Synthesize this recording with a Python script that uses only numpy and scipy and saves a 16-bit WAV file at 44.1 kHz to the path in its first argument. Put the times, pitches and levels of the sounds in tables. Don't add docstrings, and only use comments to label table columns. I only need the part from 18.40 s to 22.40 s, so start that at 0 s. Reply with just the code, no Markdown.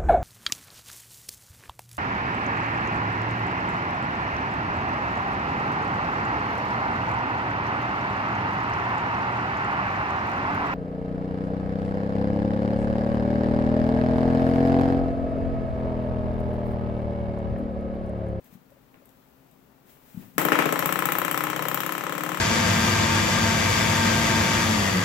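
import sys
import numpy as np
from scipy import signal
from scipy.fft import rfft, irfft
from scipy.io import wavfile
from scipy.ndimage import uniform_filter1d

SR = 44100
rng = np.random.default_rng(int(sys.argv[2]) if len(sys.argv) > 2 else 0)


def write(x):
    x = np.atleast_2d(x).T
    wavfile.write(sys.argv[1], SR, np.round(np.clip(x, -1, 1) * 32767).astype(np.int16))


N = 176400
TIME = np.arange(N) / SR
RELEASE_S = 1.9812

# t/s, knock/dB, boom/dB, outward clash/dB, return clash/dB
SWING_LEVELS = [(1.98, 2, 5, 6.5, -4), (2.05, 1.5, 5, 5.5, -3), (2.13, 6.5, 2, -2.5, -10),
                (2.25, 1.5, 1.5, -2.5, -7), (2.39, 1.5, 2, 4, -13), (2.58, 1.5, 0.5, 6.5, -7),
                (2.75, 0.5, -1.5, 3.5, -7), (3.03, 0, -2.5, 2, -7), (3.16, -2.5, 0, -6.5, -18),
                (3.29, -2.5, -1, 0.5, -5), (3.4, -2.5, -4, 1, -9), (3.6, -4.5, -4.5, -3, -18),
                (3.75, -5, -2.5, -12.5, -4.5), (3.9, -3, -2, -8.5, -4.5), (3.981, -4.5, -4.5, -6.5, -11)]
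def spring():
    times, outward = slaps()
    knock_db, boom_db, out_db, back_db = strengths(SWING_LEVELS, times)
    lopsided_db = -4.5 * ~outward * np.exp(-(times - RELEASE_S) / 0.17)
    out = sizzle()
    for side, chosen in ((1, outward), (-1, ~outward)):
        knocks = blows(times[chosen], (knock_db + lopsided_db)[chosen])
        booms = blows(times[chosen], (boom_db + lopsided_db)[chosen])
        out += knock(knocks) + steel_ring(knocks, side) + baseboard(booms) + rattle(knocks)
    return out + coils(blows(times + 0.00027, np.where(outward, out_db, back_db)))


# t/s, lag/s
SWING_LAG = [(1.98, 0), (2.2, .0009), (2.7, .0001), (3.05, .0001), (3.6, .0007), (4, .0005)]
def slaps():
    swings = np.arange(65) / 2
    first_swing_s = 0.06962
    times = RELEASE_S + first_swing_s * swings - 0.000213 * swings ** 2 - 5.7e-7 * swings ** 3
    return times + np.interp(times, *np.transpose(SWING_LAG)), swings % 1 == 0


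# f/Hz, level/dB
KNOCK_TONE = [(60, -36), (200, -14), (400, -6), (800, -5), (1300, 2), (1650, -1), (2200, -8), (3200, -18),
              (4500, -33), (9000, -48)]
KNOCK_ECHO = [(70, -55), (220, 2.5), (300, -2.5), (550, 1), (720, -8), (830, 0.5), (920, -4), (1030, 0),
              (1300, -1.5), (1550, -1), (2200, 2), (3100, -5.5), (4500, -19), (8000, -26.5)]
def knock(hits):
    return amp(2) * near(toned(-hits, KNOCK_TONE)) + amp(-1.5) * hall(hits, KNOCK_ECHO)


# f/Hz, level/dB, t60/s
STEEL_NOTES = [(808.5, 4, 0.02), (832.6, -1, 0.082), (977, -9, 0.063), (1022, 1.5, 0.041), (1150, 2, 0.026),
               (1291, 2.5, 0.032), (1612, -3.5, 0.027), (2006, -12, 0.19), (2075, -6.5, 0.024),
               (2421, -9.5, 0.045), (2888, -21, 0.077), (3156, -20.5, 0.1), (3860, -8, 0.024),
               (5600, -16.5, 0.051)]
def steel_ring(hits, side):
    bent_notes = np.array(STEEL_NOTES) * [1 + side * 0.0073, 1, 1]
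    ring = amp(-2.5) * ringing(hits, bent_notes, scatter_db=2.5, attack_s=0.00038)
    return ring + hall(ring, [(20, 0), (20000, 0)])


# f/Hz, level/dB, t60/s
BOARD_NOTES = [(126.6, -2.5, 0.15), (154.4, 1.5, 0.23), (183, -1, 0.15), (241, -9, 0.13),
               (281.4, -0.5, 0.17), (305.4, 3, 0.23), (372.7, 2, 0.13), (458.5, 0.5, 0.06),
               (483, -4.5, 0.097), (541, 7, 0.046), (592, -4.5, 0.091), (654, -12.5, 0.11),
               (682, -11, 0.12)]
# f/Hz, level/dB
BOOM_ECHO = [(40, -36), (95, -43), (105, -23), (128, -4.5), (155, 0.5), (215, -15), (305, -1), (400, -11.5),
             (510, -4.5), (720, -12.5), (1100, -13), (3000, -74.5)]
def baseboard(hits):
    return ringing(hits, BOARD_NOTES, scatter_db=2, attack_s=0.0027) + amp(-2) * hall(hits, BOOM_ECHO)


# f/Hz, level/dB
CLASH_TONE = [(1000, -23.5), (3000, -7), (4800, -20), (5700, -12.5), (6600, -13.5), (8050, -3.5),
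              (9200, -13.5), (11500, -7.5), (13100, 1.5), (14300, -1), (15800, -7.5)]
def coils(hits):
    snap = 0.35 * hits + 0.83 * bursts(hits, t60=0.004)
    chatter = amp(-2.5) * bursts(hits, t60=0.01)
    return amp(-2) * near(toned(snap + chatter, CLASH_TONE)) + amp(-4.5) * hall(snap, CLASH_TONE)


def sizzle():
    return toned(bursts(blows([RELEASE_S], db=[2.5]), t60=0.38), CLASH_TONE)


# t/s, thump/dB, crash/dB
SLAM_HITS = [(1.9806, 0.5, 4), (2.0514, 4.5, -4), (2.1201, 6.5, 6.5), (2.1895, 8, 7), (2.2573, 6, -4),
             (2.3248, 4, -6)]
# f/Hz, level/dB
THUMP_TONE = [(80, -45.5), (220, -7.5), (300, 2), (350, -7.5), (450, 0.5), (600, -0.5), (750, -10),
              (1500, -24.5), (4000, -64)]
CRASH_TONE = [(150, -27), (400, -5), (720, -7.5), (830, 7), (920, 1), (1050, -5.5), (1300, 5), (1750, 0),
              (2300, 1.5), (3100, -6), (4000, -21), (5000, -17), (9000, -21.5)]
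def slams():
    times, thump_db, crash_db = np.transpose(SLAM_HITS)
    thump, crash = blows(times, thump_db), blows(times, crash_db)
    out = near(toned(-thump, THUMP_TONE) + amp(-9) * toned(-crash, KNOCK_TONE))
    out += toned(bursts(crash, t60=0.19), CRASH_TONE)
    return out + amp(1) * hall(thump, THUMP_TONE) + amp(1.5) * hall(crash, CRASH_TONE)


def rattle(hits):
    return amp(-9.5) * toned(bursts(hits, t60=0.035), CRASH_TONE)


# t/s, outward/dB, return/dB
CLACK_LEVELS = [(1.98, -9.5, -15), (2.6, -13, -14.5), (3.1, -10, -15), (3.55, -14.5, -14.5),
                (3.72, -16.5, -11.5), (3.95, -13.5, -11)]
# f/Hz, level/dB
CLACK_TONE = [(1000, -19), (2500, -13), (3050, 10), (3400, 2), (3850, -6), (4400, -3.5), (5200, -5),
              (5650, -2), (6200, -3), (7500, 1.5), (10000, -20)]
def clacks():
    times, outward = slaps()
    out_db, back_db = strengths(CLACK_LEVELS, times)
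    hits = blows(times + 0.0005, np.where(outward, out_db, back_db))
    scrape = 0.54 * hits + 0.77 * bursts(hits, t60=0.01)
    return near(toned(scrape, CLACK_TONE)) + hall(hits, CLACK_TONE)


# t/s, level/dB
BUMP_HITS = [(0.123, -23.5), (0.149, -17.5), (1.743, -12.5), (1.771, -3.5), (1.803, -28), (1.959, -16)]
TAP_HITS = [(.543, -23), (1.571, -32), (1.826, -22.5)]
PAT_HITS = [(.318, -25), (.365, -31), (.62, -27)]
# f/Hz, level/dB, t60/s
FLOORBOARD_NOTES = [(141, 5, 0.023), (182, 10, 0.036), (234, -9, 0.059), (320, -19, 0.022)]
PAT_NOTES = [(558, 5, 0.033), (640, -15, 0.026)]
# f/Hz, level/dB
BUMP_ECHO = [(40, -26), (110, -10), (175, -4), (230, -0.5), (330, -14), (600, -32), (3000, -54)]
TAP_TONE = [(100, 2), (300, 7), (1200, 0), (2500, -5), (6000, -38), (15000, -30)]
def paws():
    bumps, taps, pats = (blows(*np.transpose(table)) for table in (BUMP_HITS, TAP_HITS, PAT_HITS))
    out = amp(-2.5) * hall(bumps, BUMP_ECHO)
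    out += ringing(bumps, FLOORBOARD_NOTES, scatter_db=1, attack_s=0.0037)
    out += toned(bursts(taps, t60=0.0049), TAP_TONE) + amp(-0.5) * hall(taps, TAP_TONE)
    return out + ringing(pats, PAT_NOTES, scatter_db=1.5, attack_s=0.0026)


# t/s, level/dB
TICK_HITS = [(0.0441, -29), (0.304, -36), (.6559, -29), (0.692, -29), (1.071, -43), (1.113, -34)]
RUB_LEVELS = [(.03, -60), (.06, -51.5), (.1, -58), (.14, -49.5), (.18, -61), (.68, -60), (.8, -58.5),
              (1.44, -61), (1.5, -49), (1.6, -56), (1.7, -50.5), (1.76, -51), (1.82, -47.5), (1.93, -55.5),
              (2, -52), (2.1, -78)]
# f/Hz, level/dB
RUB_TONE = [(200, 1), (1000, -3), (2500, -5), (5000, -12), (7800, -10), (9300, -13.5), (13500, -3),
            (15800, 0.5)]
def muzzle():
    loudness = amp(np.interp(TIME, *np.transpose(RUB_LEVELS)))
    return coils(blows(*np.transpose(TICK_HITS))) + loudness * toned(noise(N), RUB_TONE)


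# left delay/s, right delay/s, gain
FIRST_ECHOES = [(.0029, .0023, 0.43), (.0039, 0.0041, 0.27), (0.014, .0121, .22)]
def near(x):
    paths = np.zeros((2, SR // 10))
    paths[:, 0] = 1, amp(-20)
    for left, right, gain in FIRST_ECHOES:
        paths[[0, 1], [int(left * SR), int(right * SR)]] += gain
    return through(x, paths)


# f/Hz, t60/s
HALL_FADE = [(120, 0.69), (500, 0.39), (2000, 0.4), (7000, 0.51), (15000, 0.34)]
def hall(x, tone):
    hz, t, bands = signal.stft(noise(SR // 2), SR, nperseg=256)
    fade = amp(-60 * t / along(HALL_FADE, hz)[:, None])
    rise = 1 - np.exp(-t / 0.00062)
    spectrum = rfft(signal.istft(bands * fade * rise, SR, nperseg=256)[1])
    local_level = np.sqrt(uniform_filter1d(np.abs(spectrum) ** 2, size=40, axis=1))
    tail = irfft(spectrum / local_level)[:, :SR * 2 // 5]
    return through(x, normed(through(tail, tone_filter(tone))))


# f/Hz, level/dB
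HOUSE_TONE = [(15, -59), (25, -31), (64, -4), (96, -19), (126, -1), (194, -7.5), (248, -3.5), (284, -9),
              (527, -11), (604, -13), (812, -13.5), (5980, -35.5), (15800, -54)]
def house(hum_hz=265.5):
    rush = amp(-56.5) * toned(noise(N), HOUSE_TONE)
    hum = amp(-62.5) * np.sin(2 * np.pi * hum_hz * TIME)
    return (rush + hum) * amp([[0], [-7]])


# f/Hz, likeness (1 = the same)
LIKENESS = [(100, 0.79), (300, 0.58), (700, 0.1), (2000, 0.081), (12000, 0.067)]
def noise(size):
    angle = np.arccos(along(LIKENESS, np.fft.rfftfreq(size, 1 / SR))) / 2
    white = rfft(rng.standard_normal((2, size)))
    mid, side = irfft(white * [np.cos(angle), np.sin(angle)], size)
    return np.array([mid + side, mid - side])


def ringing(hits, notes, scatter_db, attack_s):
    t = TIME[:SR // 3]
    waves = np.array([amp(db - 60 * t / t60) * np.sin(2 * np.pi * hz * t + rng.uniform(0, 2 * np.pi))
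                      for hz, db, t60 in notes])
    waves *= 1 - np.exp(-(t / attack_s) ** 2)
    bass_cut = signal.butter(2, 0.72 * notes[0][0], "high", fs=SR, output="sos")
    waves = signal.sosfilt(bass_cut, waves)
    waves /= np.linalg.norm(waves)
    out = np.zeros(N + len(t))
    for i in np.flatnonzero(hits):
        out[i:i + len(t)] += hits[i] * amp(rng.normal(0, scatter_db, len(notes))) @ waves
    return out[None, :N]


def bursts(hits, t60):
    fade = normed(amp(-60 * TIME[:SR // 2] / t60))
    power = through(hits ** 2, fade ** 2)
    return np.sqrt(np.abs(power)) * noise(N)


def strengths(table, times):
    t, *columns = np.transpose(table)
    return [np.interp(times, t, db) + rng.normal(0, 0.5, len(times)) for db in columns]


def blows(times, db):
    return np.bincount(np.round(np.asarray(times) * SR).astype(int), amp(db), N)[:N]


def toned(x, tone):
    return through(x, normed(tone_filter(tone)))


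def tone_filter(tone):
    hz = np.fft.rfftfreq(16384, 1 / SR)
    cepstrum = irfft(np.log(amp(along(tone, hz))))
    cepstrum[1:] *= 2
    cepstrum[len(cepstrum) // 2:] = 0
    return irfft(np.exp(rfft(cepstrum)))[:SR // 10]


def through(x, response):
    return signal.fftconvolve(np.atleast_2d(x), np.atleast_2d(response), axes=1)[:, :N]


def along(points, hz):
    f, values = np.transpose(points)
    return np.interp(np.log(hz + 1), np.log(f + 1), values)


def normed(x):
    return x / np.linalg.norm(x, axis=-1, keepdims=True)


def amp(db):
    return 10 ** (np.asarray(db) / 20)


# f/Hz, level/dB
RIGHT_TONE = [(30, -5), (130, -10), (500, -8.5), (2000, -6), (4200, -7), (8000, -2.5), (13000, -7.5)]
def scene():
    left, right = spring() + slams() + clacks() + paws() + muzzle()
    right = through(right, tone_filter(RIGHT_TONE))[0]
    return np.array([left, right]) + house()


def record(dry, top_hz=15750):
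    return signal.sosfilt(signal.ellip(10, .1, 80, top_hz, fs=SR, output="sos"), dry)


dry = scene()
out = record(dry)
write(out)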